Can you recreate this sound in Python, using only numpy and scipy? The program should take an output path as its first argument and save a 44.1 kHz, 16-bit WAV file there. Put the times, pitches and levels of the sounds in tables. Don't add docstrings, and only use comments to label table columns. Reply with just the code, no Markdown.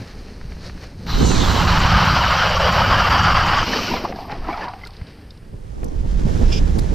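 import sys
import numpy as np
from scipy import signal
from scipy.fft import rfft, irfft, next_fast_len
from scipy.io import wavfile
from scipy.ndimage import uniform_filter1d, map_coordinates

SR = 44100
rng = np.random.default_rng(int(sys.argv[2]) if len(sys.argv) > 2 else 0)


def to_linear_factor(level_db):
    exponent = np.asarray(level_db, float) / 20
    return 10 ** exponent


def persist_wave(psi):
    counts = np.round(np.clip(psi, -1, 1) * 32767).astype(np.int16)
    wavfile.write(sys.argv[1], SR, np.atleast_2d(counts).T)


N = 306318


def unit(x):
    return x / np.sqrt(np.mean(x ** 2) + 1e-20)


def along(points, hz):
    f, v = np.transpose(points)
    return np.interp(np.log(hz + 1), np.log(f + 1), v)


def curves(rows):
    s, *cols = np.transpose(rows)
    return [np.interp(np.arange(N) / SR, s, c) for c in cols]


def during(rows, fade=0.0065):
    a, b = rows[0][0], rows[-1][0]
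    return np.interp(np.arange(N) / SR, [a - fade, a, b, b + fade], [0, 1, 1, 0])


def wobble(rate):
    return map_coordinates(rng.standard_normal(int(N * rate / SR) + 4), [np.arange(N) * rate / SR])


def swells(rows):
    t = np.arange(N) / SR
    return sum(to_linear_factor(db - 10 * np.where(t < s, (s - t) / rise, (t - s) / fall)) for s, db, rise, fall in rows)


def two_swells(rows):
    first = swells([(s, db, *shape) for s, db, _, *shape in rows])
    second = swells([(s, db + over, *shape) for s, db, over, *shape in rows])
    return first, second


def onset(t, rise):
    return 1 - np.exp(-t / rise)


def filtered(x, response):
    m = next_fast_len(N + 8192)
    return irfft(rfft(x, m) * response(np.fft.rfftfreq(m, 1 / SR)), m)[..., :N]


def colour(points):
    return lambda hz: to_linear_factor(along(points, hz))


def modes(peaks):
    def response(f):
        total = 0
        for k, (c, w, db) in enumerate(peaks):
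            total = total + (-1) ** k * to_linear_factor(db) * 1j * f * w / (c * c - f * f + 1j * f * w)
        return total
    return response


def grit(response, per_second, spread_db, hiss):
    size = to_linear_factor(spread_db * np.clip(rng.standard_normal((2, N)), -2, 2)) * rng.choice([-1, 1], (2, N))
    chips = (rng.random((2, N)) < per_second / SR) * size
    return unit(filtered(unit(chips) + hiss * rng.standard_normal((2, N)), response))


def waver(pair, rate, samples):
    at = np.arange(N) + samples * wobble(rate)
    return np.array([map_coordinates(x, [at], mode="nearest") for x in pair])


def gliding(rows, width_hz):
    hz, db = curves(rows)
    a, b = grit(lambda f: 1 / (1 + (f / width_hz) ** 2), per_second=500, spread_db=7, hiss=0.71)
    z = (a + 1j * b) * np.exp(2j * np.pi * np.cumsum(hz) / SR)
    return to_linear_factor(db) * during(rows, fade=.03) * np.array([z.real, z.imag])


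def rings(per_second, hz, spread, cycles, glide):
    draw = rng.random((1500, 5))[:int(per_second * N / SR)]
    pitch = hz * np.exp(spread * (draw[:, 1:2] + draw[:, 2:3] - 1))
    t = np.arange(1300) / SR
    life = t * pitch / cycles
    bend = 1 + glide * (2 * draw[:, 4:] - 1) * life
    ring = to_linear_factor(14 * draw[:, 3:4]) * np.sin(2 * np.pi * pitch * t * bend) * life * np.exp(-4 * life)
    at = (draw[:, :1] * N).astype(int) + np.arange(len(t))
    return unit(np.bincount(at.ravel(), ring.ravel(), N)[:N])


# (time [s], level [dB])
MOTOR = [(1.066, -38.5), (1.1, -31.5), (1.27, -31), (1.41, -28), (1.77, -24.5), (3.62, -26), (3.92, -26.5),
         (4.02, -38.5), (4.12, -46)]
# (time [s], stage)
STAGE = [(1.4, 0.24), (1.75, 0.78), (3.62, 1.07), (3.68, 2.03)]
# (stage, level [dB])
CUT = [(0, -2.5), (.5, 4), (1, 6), (1.9, -1.1)]


def effort():
    motor_db, stage = curves(MOTOR)[0], curves(STAGE)[0]
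    return motor_db, motor_db + np.interp(stage, *np.transpose(CUT)), stage


def share(stage, k):
    return np.clip(1 - abs(stage - k), 0, 1)


# (time [s], dip [dB], length [s], fling [dB])
SLIPS = [(1.668, 5, 0.0069, 4), (1.795, 5.5, 0.017, 9.5), (1.925, 1, 0.023, -6), (2.045, 0, 0.011, 5),
         (2.154, -1, .012, 2), (2.297, -0.5, 0.018, 6), (2.413, 0, 0.011, 3), (2.486, 4, 0.023, 8),
         (2.588, 9, 0.011, 7), (2.712, 3.5, .015, 9.5), (2.842, 0.5, 0.013, 3), (2.968, 2.5, .014, 5),
         (3.095, 8, 0.0069, 7), (3.224, 3, 0.013, 10), (3.34, 11, 0.0045, -3), (3.458, 3.5, 0.015, 9),
         (3.566, 2, 0.016, 10), (3.651, 2, 0.013, -3)]


def slips():
    t = np.arange(N) / SR
    lag, fling_s = 0.015, 0.014
    slip_db = sum(db * np.exp(-((t - s) / length) ** 2) for s, db, length, _ in SLIPS)
    fling_db = sum(db * np.exp(-((t - s - lag) / fling_s) ** 2) for s, *_, db in SLIPS)
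    return slip_db, fling_db


def drill():
    bite = np.minimum(.4 * wobble(14) + 0.97 * wobble(35), 1.2)
    slip_db, fling_db = slips()
    loaded = blades(bite, slip_db) + boom(bite, slip_db) + chatter() + gears(bite)
    return (loaded * to_linear_factor(-slip_db) + haze() + chips(fling_db)) * during(MOTOR) + whine()


# (centre [Hz], width [Hz], level [dB])
HOLE = [(740, 242, 1), (1274, 620, -0.5), (2160, 665, -8.5)]
# (time [s], centre [Hz], level over the blades [dB])
SING = [(1.45, 1000, -5), (1.6, 1000, 0), (1.85, 1150, -7), (2.1, 1350, -1.5), (2.3, 1300, -9),
        (2.44, 1480, 4.5), (2.5, 1000, -13), (2.7, 1200, -4), (2.85, 1150, -2.5), (3.05, 1200, -3),
        (3.3, 1270, 1.5), (3.45, 1200, -2.5), (3.62, 1250, -1)]


def blades(bite, slip_db):
    _, cut_db, _ = effort()

    def hole(hz):
        low_cut = 1 + (600 / (hz + 1)) ** 4
        return modes(HOLE)(hz) / low_cut * (1.05 + 0.32 / (1 + (hz / 1640) ** 12))

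    shaving = waver(grit(hole, per_second=900, spread_db=6.0, hiss=0.96), 12, samples=25)
    singing = gliding(SING, width_hz=183)
    shaving = to_linear_factor(cut_db + 1.95 * bite - 0.2 * slip_db) * shaving
    return shaving + to_linear_factor(cut_db - 2.5 + 1.0 * bite - 0.62 * slip_db) * singing


# (time [s], level [dB])
DEPTH = [(1.1, -63), (1.5, -34), (2.4, -30.5), (2.55, -20), (2.8, -27), (3.2, -31.5), (3.7, -33.5)]
# (centre [Hz], width [Hz], level [dB])
BORE = [(578, 230, 0)]


def boom(bite, slip_db):
    bore = grit(lambda hz: modes(BORE)(hz) ** 2, per_second=330, spread_db=6, hiss=0.62)
    return to_linear_factor(curves(DEPTH)[0] + 1.7 * bite - 0.5 * slip_db) * bore


# (pitch [Hz], spread [log], length [cycles], level [dB])
CHATTER = [(1250, .4, 34, -19.5), (3000, .11, 110, -29), (4720, .045, 140, -36), (5750, .08, 110, -39)]


def chatter():
    _, cut_db, stage = effort()
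    bursts = sum(to_linear_factor(db) * rings(130, hz, spread, cycles, glide=0.024) for hz, spread, cycles, db in CHATTER)
    return bursts * to_linear_factor(cut_db + 17) * share(stage, 1)


# (centre [Hz], width [Hz], level [dB])
GEARS = [
    [(2140, 270, -14), (3120, 500, -8.5), (4070, 530, 5), (5890, 180, 0.5)],
    [(2160, 950, -3), (3010, 450, 3), (4100, 1380, -7), (4710, 340, 0), (5310, 310, -7)],
    [(2340, 580, 2), (3040, 490, 2), (4330, 1100, -0.5), (5620, 980, -1)],
]
# (time [s], centre [Hz], level over the motor [dB])
SETTLE = [(1.1, 4060, -10), (1.3, 4150, -7), (1.37, 3770, -4), (1.43, 3510, -1), (1.5, 3120, -9.5),
          (1.62, 3010, -5)]


def gears(bite):
    gear_db, _, stage = effort()
    mesh = 0
    for k, housing in enumerate(GEARS):
        response = lambda hz: modes(housing)(hz) / (1 + (hz / 6300) ** 12)
        mesh = mesh + np.sqrt(share(stage, k)) * grit(response, per_second=2500, spread_db=2.0, hiss=0.85)
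    return to_linear_factor(gear_db + 1.1 * bite) * (waver(mesh, 9, samples=45) + gliding(SETTLE, width_hz=260))


# (frequency [Hz], density [dB per Hz])
HAZE = [(6500, -30), (7800, 0), (9000, -2), (10200, -7), (11300, -9), (11800, -40)]


def haze():
    return to_linear_factor(effort()[0] - 36) * grit(colour(HAZE), per_second=3000, spread_db=2, hiss=2.3)


# (time [s], peak [dB], rise [s], fall [s])
SPRAY = [(1.27, -31, 0.065, 0.28)]
# (frequency [Hz], density [dB per Hz])
FIZZ = [(3650, -17), (6200, 0.5), (7260, -2), (9800, -20.5), (11200, -35), (11500, -24), (15000, -51),
        (22000, -120)]
# (centre [Hz], width [Hz], level [dB])
FLUNG = [(6700, 1300, 0)]


def chips(fling_db):
    gear_db, _, _ = effort()
    spray = swells(SPRAY) + to_linear_factor(gear_db - 25.5)
    spray = spray * to_linear_factor(0.32 * fling_db + 0.68 * wobble(11.9))
    fizz = spray * grit(colour(FIZZ), per_second=1700, spread_db=2, hiss=0.92)
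    pings = grit(lambda hz: modes(FLUNG)(hz) ** 2, per_second=600, spread_db=2, hiss=0.38)
    return fizz + to_linear_factor(gear_db - 30 + 1.5 * fling_db) * pings


# (time [s], pitch [Hz])
WHINE = [
    [(1.15, 2960), (1.2, 3070), (1.26, 2990), (1.3, 2800), (1.35, 2480), (1.385, 2190), (1.42, 2060),
     (1.46, 2000)],
    [(3.67, 2800), (3.69, 2950), (3.72, 3010), (3.84, 3060), (3.89, 2900), (3.92, 2680), (3.95, 2400),
     (3.985, 2030)],
]
# (multiple of pitch, level [dB])
WHINE_ORDERS = [
    [(1, 1), (4 / 3, -9), (2, -9)],
    [(1, 0), (1.5, -7), (2, -10)],
]
WHINE_DB = [-40.5, -36.5]


def whine():
    out = 0
    for rows, db, orders in zip(WHINE, WHINE_DB, WHINE_ORDERS):
        hz, = curves(rows)
        turn = 2 * np.pi * np.cumsum(hz * (1 + .008 * wobble(90))) / SR
        gain = np.sqrt(2) * to_linear_factor(db + 2 * wobble(50)) * during(rows, fade=0.02)
        for k, order_db in orders:
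            out = out + gain * to_linear_factor(order_db) * np.array([np.sin(k * turn), np.cos(k * turn)])
    return out


# (pitch [Hz], wander [share], level [dB])
STRANDS = [(2800, .04, -40), (3050, .03, -39), (2450, .05, -42), (4730, .012, -41), (5550, .03, -46),
           (5250, .035, -46)]
# (start [s], end [s], pitch [Hz], level [dB])
HUMS = [(1.2, 1.35, 1010, -38), (1.1, 1.33, 4000, -45), (1.22, 1.34, 5900, -44), (1.2, 1.33, 4600, -45)]


def strands():
    _, cut_db, stage = effort()
    loaded = to_linear_factor(cut_db + 18) * share(stage, 1) * during(MOTOR)
    lines = [(loaded, *row) for row in STRANDS]
    lines += [(during([(a,), (b,)], fade=.02), hz, .006, db) for a, b, hz, db in HUMS]
    out = 0
    for gain, hz, wander, db in lines:
        turn = 2 * np.pi * np.cumsum(hz * (1 + wander * wobble(17) + .006 * wobble(90))) / SR
        out = out + np.sqrt(2) * gain * to_linear_factor(db + 7 * np.minimum(wobble(34), .9)) * np.sin(turn)
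    return out


# (time [s], peak [dB], ring [Hz], thud level [dB], thud [Hz])
KNOCKS = [(3.935, -1, 966, -10, 780), (4.051, 4.5, 855, -34, 229), (4.186, -13, 690, -29, 269),
          (4.323, -12, 830, -8, 164), (4.487, -5, 1006, -9.5, 325), (4.639, -11, 1000, -16, 174),
          (4.679, -7.5, 965, -21, 164), (4.835, -16.5, 2070, -16, 120), (3.733, -3, 1800, -28, 302),
          (3.788, -3.5, 1200, -15, 248.4), (4.612, -17, 1760, -11, 170), (4.86, -22.5, 1410, -19, 112),
          (4.038, -3, 348, -29, 300), (4.527, -14, 2300, -9, 1440), (4.63, -13, 1750, -24, 2500),
          (4.505, -21, 2230, -8, 1250)]
# (multiple of pitch, level [dB])
OVERTONES = [(.67, -10), (1.48, -17)]


def knocks():
    out, t = np.zeros(N + SR), np.arange(SR // 5) / SR
    for s, db, hz, thud_db, thud_hz in KNOCKS:
        t60 = 0.035 / (1 + to_linear_factor(db - 9))
        tones = np.sin(2 * np.pi * hz * t)
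        tones = tones + sum(to_linear_factor(level) * np.sin(2 * np.pi * k * hz * t) for k, level in OVERTONES)
        ring = to_linear_factor(-60 * t / t60) * tones * onset(t, 0.0054)
        thud = to_linear_factor(thud_db - 60 * t / 0.058) * np.sin(2 * np.pi * thud_hz * t) * onset(t, 0.003)
        out[round(s * SR):][:len(t)] += to_linear_factor(db - 1.0) * (ring + thud)
    return out[:N]


# (time [s], peak [dB], ring [Hz])
TAPS = [(3.67, -16, 1040), (3.699, -20, 870), (3.759, -14.5, 438), (3.809, -19, 700), (3.844, -21, 759.4),
        (3.879, -17.5, 1450), (3.899, -22.5, 840), (3.914, -12, 950), (3.966, -14, 1010), (3.999, -27, 342),
        (4.079, -28, 746), (4.123, -17, 764), (4.158, -22, 740), (4.209, -27, 727), (4.249, -29, 883),
        (4.281, -26, 775), (4.297, -17, 846), (4.349, -22, 690), (4.379, -24, 333), (4.421, -31, 735),
        (4.445, -23, 1310), (4.469, -25, 700), (4.504, -25, 334), (4.524, -18, 694), (4.539, -17, 1295),
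        (4.554, -22, 759), (4.575, -15, 900), (4.607, -17, 845), (4.619, -18.5, 1700), (4.654, -16, 935),
        (4.699, -23, 753), (4.719, -34, 850), (4.735, -22, 790), (4.812, -33, 2060), (4.889, -38, 1140)]
# (frequency [Hz], density [dB per Hz])
RIM = [(250, -20), (700, 0), (1500, -3), (2500, -11), (4000, -24), (6000, -50), (8000, -120)]


def rattle():
    out, burst, t = np.zeros(N + SR), np.zeros(N + SR), np.arange(SR // 10) / SR
    for s, db, hz in TAPS:
        ring = to_linear_factor(db + 2.5 - 60 * t / 0.037) * np.sin(2 * np.pi * hz * t)
        out[round(s * SR):][:len(t)] += ring * onset(t, .004)
    blows = [row[:2] for row in TAPS] + [(row[0], min(row[1], -3) - 8) for row in KNOCKS]
    for s, db in blows:
        burst[round(s * SR):][:len(t)] += to_linear_factor(db - 12 - 60 * t / .045) * onset(t, .004)
    return out[:N] + burst[:N] * grit(colour(RIM), per_second=2000, spread_db=3.5, hiss=0.34)


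# (time [s], peak [dB], splash over slop [dB], rise [s], fall [s])
SLUSH = [(4.13, -38.5, -12, .09, 0.34), (4.054, -14, -30, 0.0072, 0.0078),
         (4.324, -25.5, -19, 0.088, 0.038), (4.5, -20, -16, 0.038, 0.13), (4.69, -34, -25, 0.039, 0.053)]
# (centre [Hz], width [Hz], level [dB])
POOL = [(743, 190, 5.5), (1165, 240, 2.5)]
# (centre [Hz], width [Hz], level [dB])
SPLASH = [(1800, 230, 8), (2420, 840, 7)]


def slush():
    slop_gain, splash_gain = two_swells(SLUSH)
    lumps = 3.1 * wobble(45)
    pool = grit(lambda hz: modes(POOL)(hz) ** 2, per_second=250, spread_db=-0.5, hiss=0.34)
    slop = 0.25 * rings(150, hz=871, spread=0.367, cycles=14.0, glide=.04) + 0.34 * pool
    drops = grit(lambda hz: modes(SPLASH)(hz) ** 2, per_second=600, spread_db=4, hiss=.8)
    splash = .6 * rings(200, hz=1600, spread=.45, cycles=18, glide=.03) + .45 * drops
    return to_linear_factor(lumps) * (slop_gain * slop + splash_gain * splash)


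# (time [s], peak [dB], body over rustle [dB], rise [s], fall [s])
STROKES = [
    [(0, -48.5, 5, .1, 0.81), (.67, -47.5, 0, 0.075, 0.043), (.836, -48.5, 5.5, 0.055, 0.038),
     (1.05, -52, 2.5, 0.1, 0.034)],
    [(4.05, -37, 3, 0.017, 0.0073), (4.2, -47, -12, 0.15, 0.18), (4.314, -48, 17, 0.0079, 0.024),
     (4.53, -52.5, 2.5, 0.098, 0.42), (4.652, -50.5, 13, 0.22, 0.013), (4.878, -47, -2, 0.026, 0.003),
     (5.08, -57, 7, 0.38, 0.33)],
    [(5.35, -79, 13, 0.16, 1.2), (6.42, -44, 4.5, 0.39, 1.2)],
]
# (frequency [Hz], density [dB per Hz])
RUSTLE = [
    [(1650, -13), (2800, -10), (3230, -10.5), (4310, 1), (6040, -7), (7210, -18.5), (11500, -25.5),
     (22000, -120)],
    [(1650, -13), (2800, -4.5), (3550, -7.5), (4790, -1), (5730, -10.5), (7300, -28), (11500, -28),
     (22000, -120)],
    [(1650, -17), (2800, -5), (3280, 1), (5590, 0), (7210, -4.5), (8110, -9.5), (11500, -16), (22000, -120)],
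]
# (frequency [Hz], density [dB per Hz])
BODY = [(260, -7.5), (450, -3), (1050, -12), (1740, -10), (3200, -18), (4160, -61), (7040, -120)]


def cloth():
    out = 0
    for rows, spectrum in zip(STROKES, RUSTLE):
        rustle, body = two_swells(rows)
        rustle = rustle * grit(colour(spectrum), per_second=1400, spread_db=8.0, hiss=1.5)
        body = body * grit(colour(BODY), per_second=610, spread_db=-1.0, hiss=1.7)
        out = out + to_linear_factor(1.3 * wobble(25)) * (rustle + body)
    return out


# (time [s], peak [dB], rise [s], fall [s])
RUB = [
    (6.525, -29, 0.004, 0.024),
    (6.585, -32, 0.07, 0.008),
]
# (frequency [Hz], density [dB per Hz])
GLOVE = [(2000, -28), (2400, 2.5), (3600, 0), (4150, -18), (5000, 7), (6060, -6), (8000, -20), (12000, -78)]


def glove():
    return swells(RUB) * grit(colour(GLOVE), per_second=4100, spread_db=0.0, hiss=0.98)


# (time [s], peak [dB])
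TICKS = [
    [(.284, -38), (.412, -34), (.52, -34), (.566, -38), (.696, -31), (.776, -38), (.834, -36), (1.066, -28),
     (5.83, -36), (4.123, -28), (4.296, -26), (4.316, -27), (4.736, -30), (5.014, -36), (6.789, -29)],
    [(4.1584, -35), (4.85, -33), (4.8703, -31), (4.966, -40), (5.068, -41), (5.3046, -35), (5.373, -47),
     (6.788, -29), (4.318, -32), (4.642, -33), (4.572, -33), (4.684, -33), (4.48, -39), (4.905, -40),
     (4.935, -41)],
    [(4.8703, -40), (5.843, -35), (6.7844, -32), (6.793, -29)],
    [(5.8603, -46), (5.882, -45), (6.752, -39)],
]
# (low edge [Hz], high edge [Hz])
TICK_HZ = [(450, 2200), (3600, 5200), (4300, 11500), (5400, 6300)]


def snaps():
    out, t = np.zeros((2, N)), np.arange(SR // 20) / SR
    for rows, hz in zip(TICKS, TICK_HZ):
        b, a = signal.butter(3, hz, "band", fs=SR)
        for s, db in rows:
            burst = rng.standard_normal((2, len(t))) * to_linear_factor(-60 * t / .022) * onset(t, .0005)
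            snap = signal.lfilter(b, a, burst)
            snap *= to_linear_factor(db + 2) / abs(snap).max(axis=1, keepdims=True)
            out[:, round(s * SR):round(s * SR) + len(t)] += snap
    return out


# (time [s], strength [dB], big eddies over small [dB])
WIND = [(0, -30.5, -10), (.06, -42.5, -0.5), (.44, -38, 7), (1.0, -38, -5.5), (1.14, -24.5, 4),
        (1.24, -13, -23), (1.33, -17.5, -13), (1.7, -22, -8), (2.2, -26.5, -21), (2.57, -40, -12),
        (4.7, -42, 0), (5.36, -42.5, -4), (5.78, -35.5, 9), (5.86, -28.5, 3.5), (6.15, -29.5, 10.5),
        (6.29, -21, 3.5), (6.6, -23, 1.5), (6.95, -25, 5)]
# (time [s], peak [dB], rise [s], fall [s])
PUFFS = [(1.18, -21.5, 0.046, 0.028), (1.33, -19.5, 0.039, 0.22), (1.82, -23, 0.061, 0.069),
         (3.91, -39, 0.061, 0.11), (4.41, -23, 0.035, 0.066), (6.02, -22, 0.037, .04),
         (6.45, -14, .02, 0.028), (6.64, -13, 0.03, 0.037), (6.84, -13, 0.025, .03), (6.92, -13, 0.042, .6)]
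# (time [s], peak [dB], rise [s], fall [s])
SHUDDERS = [(2.87, -21.5, 0.28, 0.17), (1.7, -29, 0.053, 0.12), (1.93, -20.5, 0.029, 0.12),
            (3.2, -36, .08, 0.078)]
# (time [s], peak [dB], rise [s], fall [s])
FLAPS = [(5.84, -31, .008, 0.038), (6.05, -33, 0.014, 0.011), (6.27, -28.5, 0.013, 0.038),
         (6.42, -24, 0.012, 0.014), (7.3, -30, 0.045, 0.084), (6.785, -26, 0.016, 0.0086),
         (4.045, -35, 0.014, .01), (1.25, -30, .12, 0.25), (5.54, -38, 0.0055, 0.032),
         (5.2, -46, 0.039, 0.043), (0.26, -47, 0.11, 0.087), (3.81, -30, 0.016, 0.015),
         (3.91, -23.5, 0.0099, 0.05)]
# (time [s], level [dB])
SLACK = [(2.5, -67), (2.88, -34.5), (3.56, -30), (3.71, -29.5), (3.91, -35.5), (4.29, -41), (4.49, -37.5),
         (4.7, -68)]
# (frequency [Hz], density [dB per Hz])
BUFFET = [(7.1, -46), (12, 1.5), (38, 1.5), (75, -10.5), (98, -26), (160, -120)]
RUMBLE = [(35, -13), (60, 2), (102, -0.5), (140, -6.5), (177, -3), (270, -26.5), (350, -52), (590, -120)]
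FLUTTER = [(140, -7.5), (230, -2.5), (497, -12.5), (621, -22), (900, -25), (1170, -32.5), (1980, -120)]


def wind():
    strength_db, eddy_db = curves(WIND)
    _, cut_db, stage = effort()
    yield_db = 0.11 * (curves(DEPTH)[0] + 37.0)
    grip_db = 3 * (np.arange(N) / SR - 3.5)
    shake = to_linear_factor(cut_db - yield_db + 34.5 + grip_db) * share(stage, 1) * during(MOTOR)
    lumps = wobble(18)
    deep = to_linear_factor(strength_db + eddy_db) + swells(PUFFS) + to_linear_factor(-41.5) * shake
    middle = to_linear_factor(strength_db) + to_linear_factor(-38.5) * shake + swells(SHUDDERS)
    high = to_linear_factor(strength_db - 7.5) + to_linear_factor(curves(SLACK)[0]) * during(SLACK) + swells(FLAPS)
    middle = middle * to_linear_factor(1.0 * lumps)
    high = high * to_linear_factor(0.73 * lumps + 1.65 * wobble(40))
    buffet = deep * grit(colour(BUFFET), per_second=46, spread_db=2.0, hiss=1.3)
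    rumble = middle * grit(colour(RUMBLE), per_second=120, spread_db=3.5, hiss=2.2)
    flutter = high * grit(colour(FLUTTER), per_second=300, spread_db=7.5, hiss=1.18)
    return buffet + rumble + flutter


# (time [s], peak [dB], pitch [Hz])
THUMPS = [(0.45, -22.5, 142), (0.516, -29, 72.7), (5.017, -15, 80), (5.54, -19, 104), (5.831, -14.5, 107),
          (5.986, -13, 60), (6.048, -12, 90), (6.775, -11, 110), (6.251, -7.5, 166), (6.404, -7.5, 73.6)]


def thumps():
    out, t = np.zeros(N + SR), np.arange(SR // 10) / SR
    for s, db, hz in THUMPS:
        push = to_linear_factor(db + 6.0) * np.sin(2 * np.pi * hz * t) * onset(t, 0.0033) * to_linear_factor(-60 * t / 0.035)
        out[round(s * SR):][:len(t)] -= push
    return out[:N]


# (frequency [Hz], density [dB per Hz])
TOP = [(6590, -35), (11200, -37), (11900, -3), (12400, -0.5), (14700, -9), (15400, -5)]
# (stage, level [dB])
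AIR_DRILL = [(0, -34), (.3, -16.5), (1, -25), (1.9, -18.5)]
AIR_CLOTH_DB = [-19, -18, -19]
AIR_PAN_DB = [11, 4, 7, 2.5, 3, 1.5]


def air():
    motor_db, _, stage = effort()
    coasting = during(MOTOR + [(4.28,)])
    tool = to_linear_factor(motor_db + np.interp(stage, *np.transpose(AIR_DRILL))) * coasting
    cloths = [to_linear_factor(db) * two_swells(rows)[0] for db, rows in zip(AIR_CLOTH_DB, STROKES)]
    gains = [tool, *cloths, to_linear_factor(-26) * swells(RUB), to_linear_factor(-73)]
    levels = [gain * to_linear_factor([[db / 2], [-db / 2]]) for gain, db in zip(gains, AIR_PAN_DB)]
    pair = grit(colour(TOP), per_second=2700, spread_db=6.0, hiss=0.7)
    pair[1] = unit(pair[1] + 0.42 * pair[0])
    dull = filtered(pair, lambda hz: 1 / (1 + (hz / 13500) ** 40))
    return to_linear_factor(0.46 * wobble(15) + 1.5 * wobble(8)) * (sum(levels[:3]) * pair + sum(levels[3:]) * dull)


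# (frequency [Hz], density [dB per Hz])
FLOOR = [(6000, -26), (7500, -1), (9000, 6), (11000, -5), (12000, -37)]


def open_air():
    return to_linear_factor(-69.5) * grit(colour(FLOOR), per_second=3000, spread_db=8, hiss=4)


# (frequency [Hz], share)
LEAN = [(40, 0.4), (200, 1), (600, 0.89), (1200, 0.93), (2500, 0), (6000, 0.47), (10000, 0)]


def ports(pair, side, lean):
    mid = pair[0]
    apart = filtered(pair[1], colour(side)) - lean * filtered(mid, lambda hz: along(LEAN, hz))
    return np.array([mid + apart, mid - apart])


# (frequency [Hz], side over mid [dB])
DRILL_SIDE = [(200, -8), (800, -1.5), (2500, -4), (3500, -8), (4200, -21), (5000, -12), (6500, 2),
              (10000, 2.5)]
WIND_SIDE = [(25, -16), (70, -1.5), (200, -4), (500, 7.5), (1100, 11), (2500, -1.5), (4200, -6),
             (7000, 2.5)]


def scene():
    tool = drill() + knocks() + rattle() + slush()
    near = cloth() + glove() + snaps() + wind() + thumps() + open_air()
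    return ports(tool, DRILL_SIDE, lean=0.8) + strands() + ports(near, WIND_SIDE, lean=1.0) + air()


def band_limit(x):
    return signal.sosfilt(signal.butter(12, 15620, fs=SR, output="sos"), x)


# (time [s], side level [dB])
WIDTH = [(1.07, -39), (1.16, -6), (1.4, -4.5), (1.7, -14.5), (2.3, -22.5), (2.45, -69), (5.32, -70),
         (5.42, -12), (5.75, -2.5), (6.1, -4.5)]
# (frequency [Hz], level under the loud bands [dB])
MASK = [(5000, -60), (8000, -41), (10000, -38), (11300, -39), (11700, -53), (15000, -47)]


def record(dry):
    dry = dry * during([(0,), (N / SR - .005,)], fade=.005)
    dry = dry / (1 + abs(dry / .95) ** 5) ** (1 / 5)
    mid, side = filtered([dry[0] + dry[1], dry[0] - dry[1]], lambda hz: (hz < 15350) / 2)
    low = filtered(side, lambda hz: hz < 11500)
    side = side - low + low * to_linear_factor(curves(WIDTH)[0])
    hz, _, z = signal.stft([mid, side], SR, nperseg=1024)
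    power = uniform_filter1d(abs(z) ** 2, size=4, axis=1)
    weight = np.where(hz > 600, 1, .12)[:, None]
    loud = (power[0] * weight)[hz < 6000].mean(axis=0)[None]
    uneven = uniform_filter1d(rng.standard_normal(power.shape[1:]), size=4)
    loud = loud * to_linear_factor(5 * unit(uneven))
    kept = power > uniform_filter1d(loud, size=3) * to_linear_factor(2 * along(MASK, hz))[:, None]
    kept[1] &= uniform_filter1d(power[1], size=3) > uniform_filter1d(power[0], size=3) * to_linear_factor(-36)
    mid, side = signal.istft(z * kept, nperseg=1024)[1][:, :N]
    return band_limit(np.array([mid + side, mid - side]))


dry = scene()
out = record(dry)
persist_wave(out)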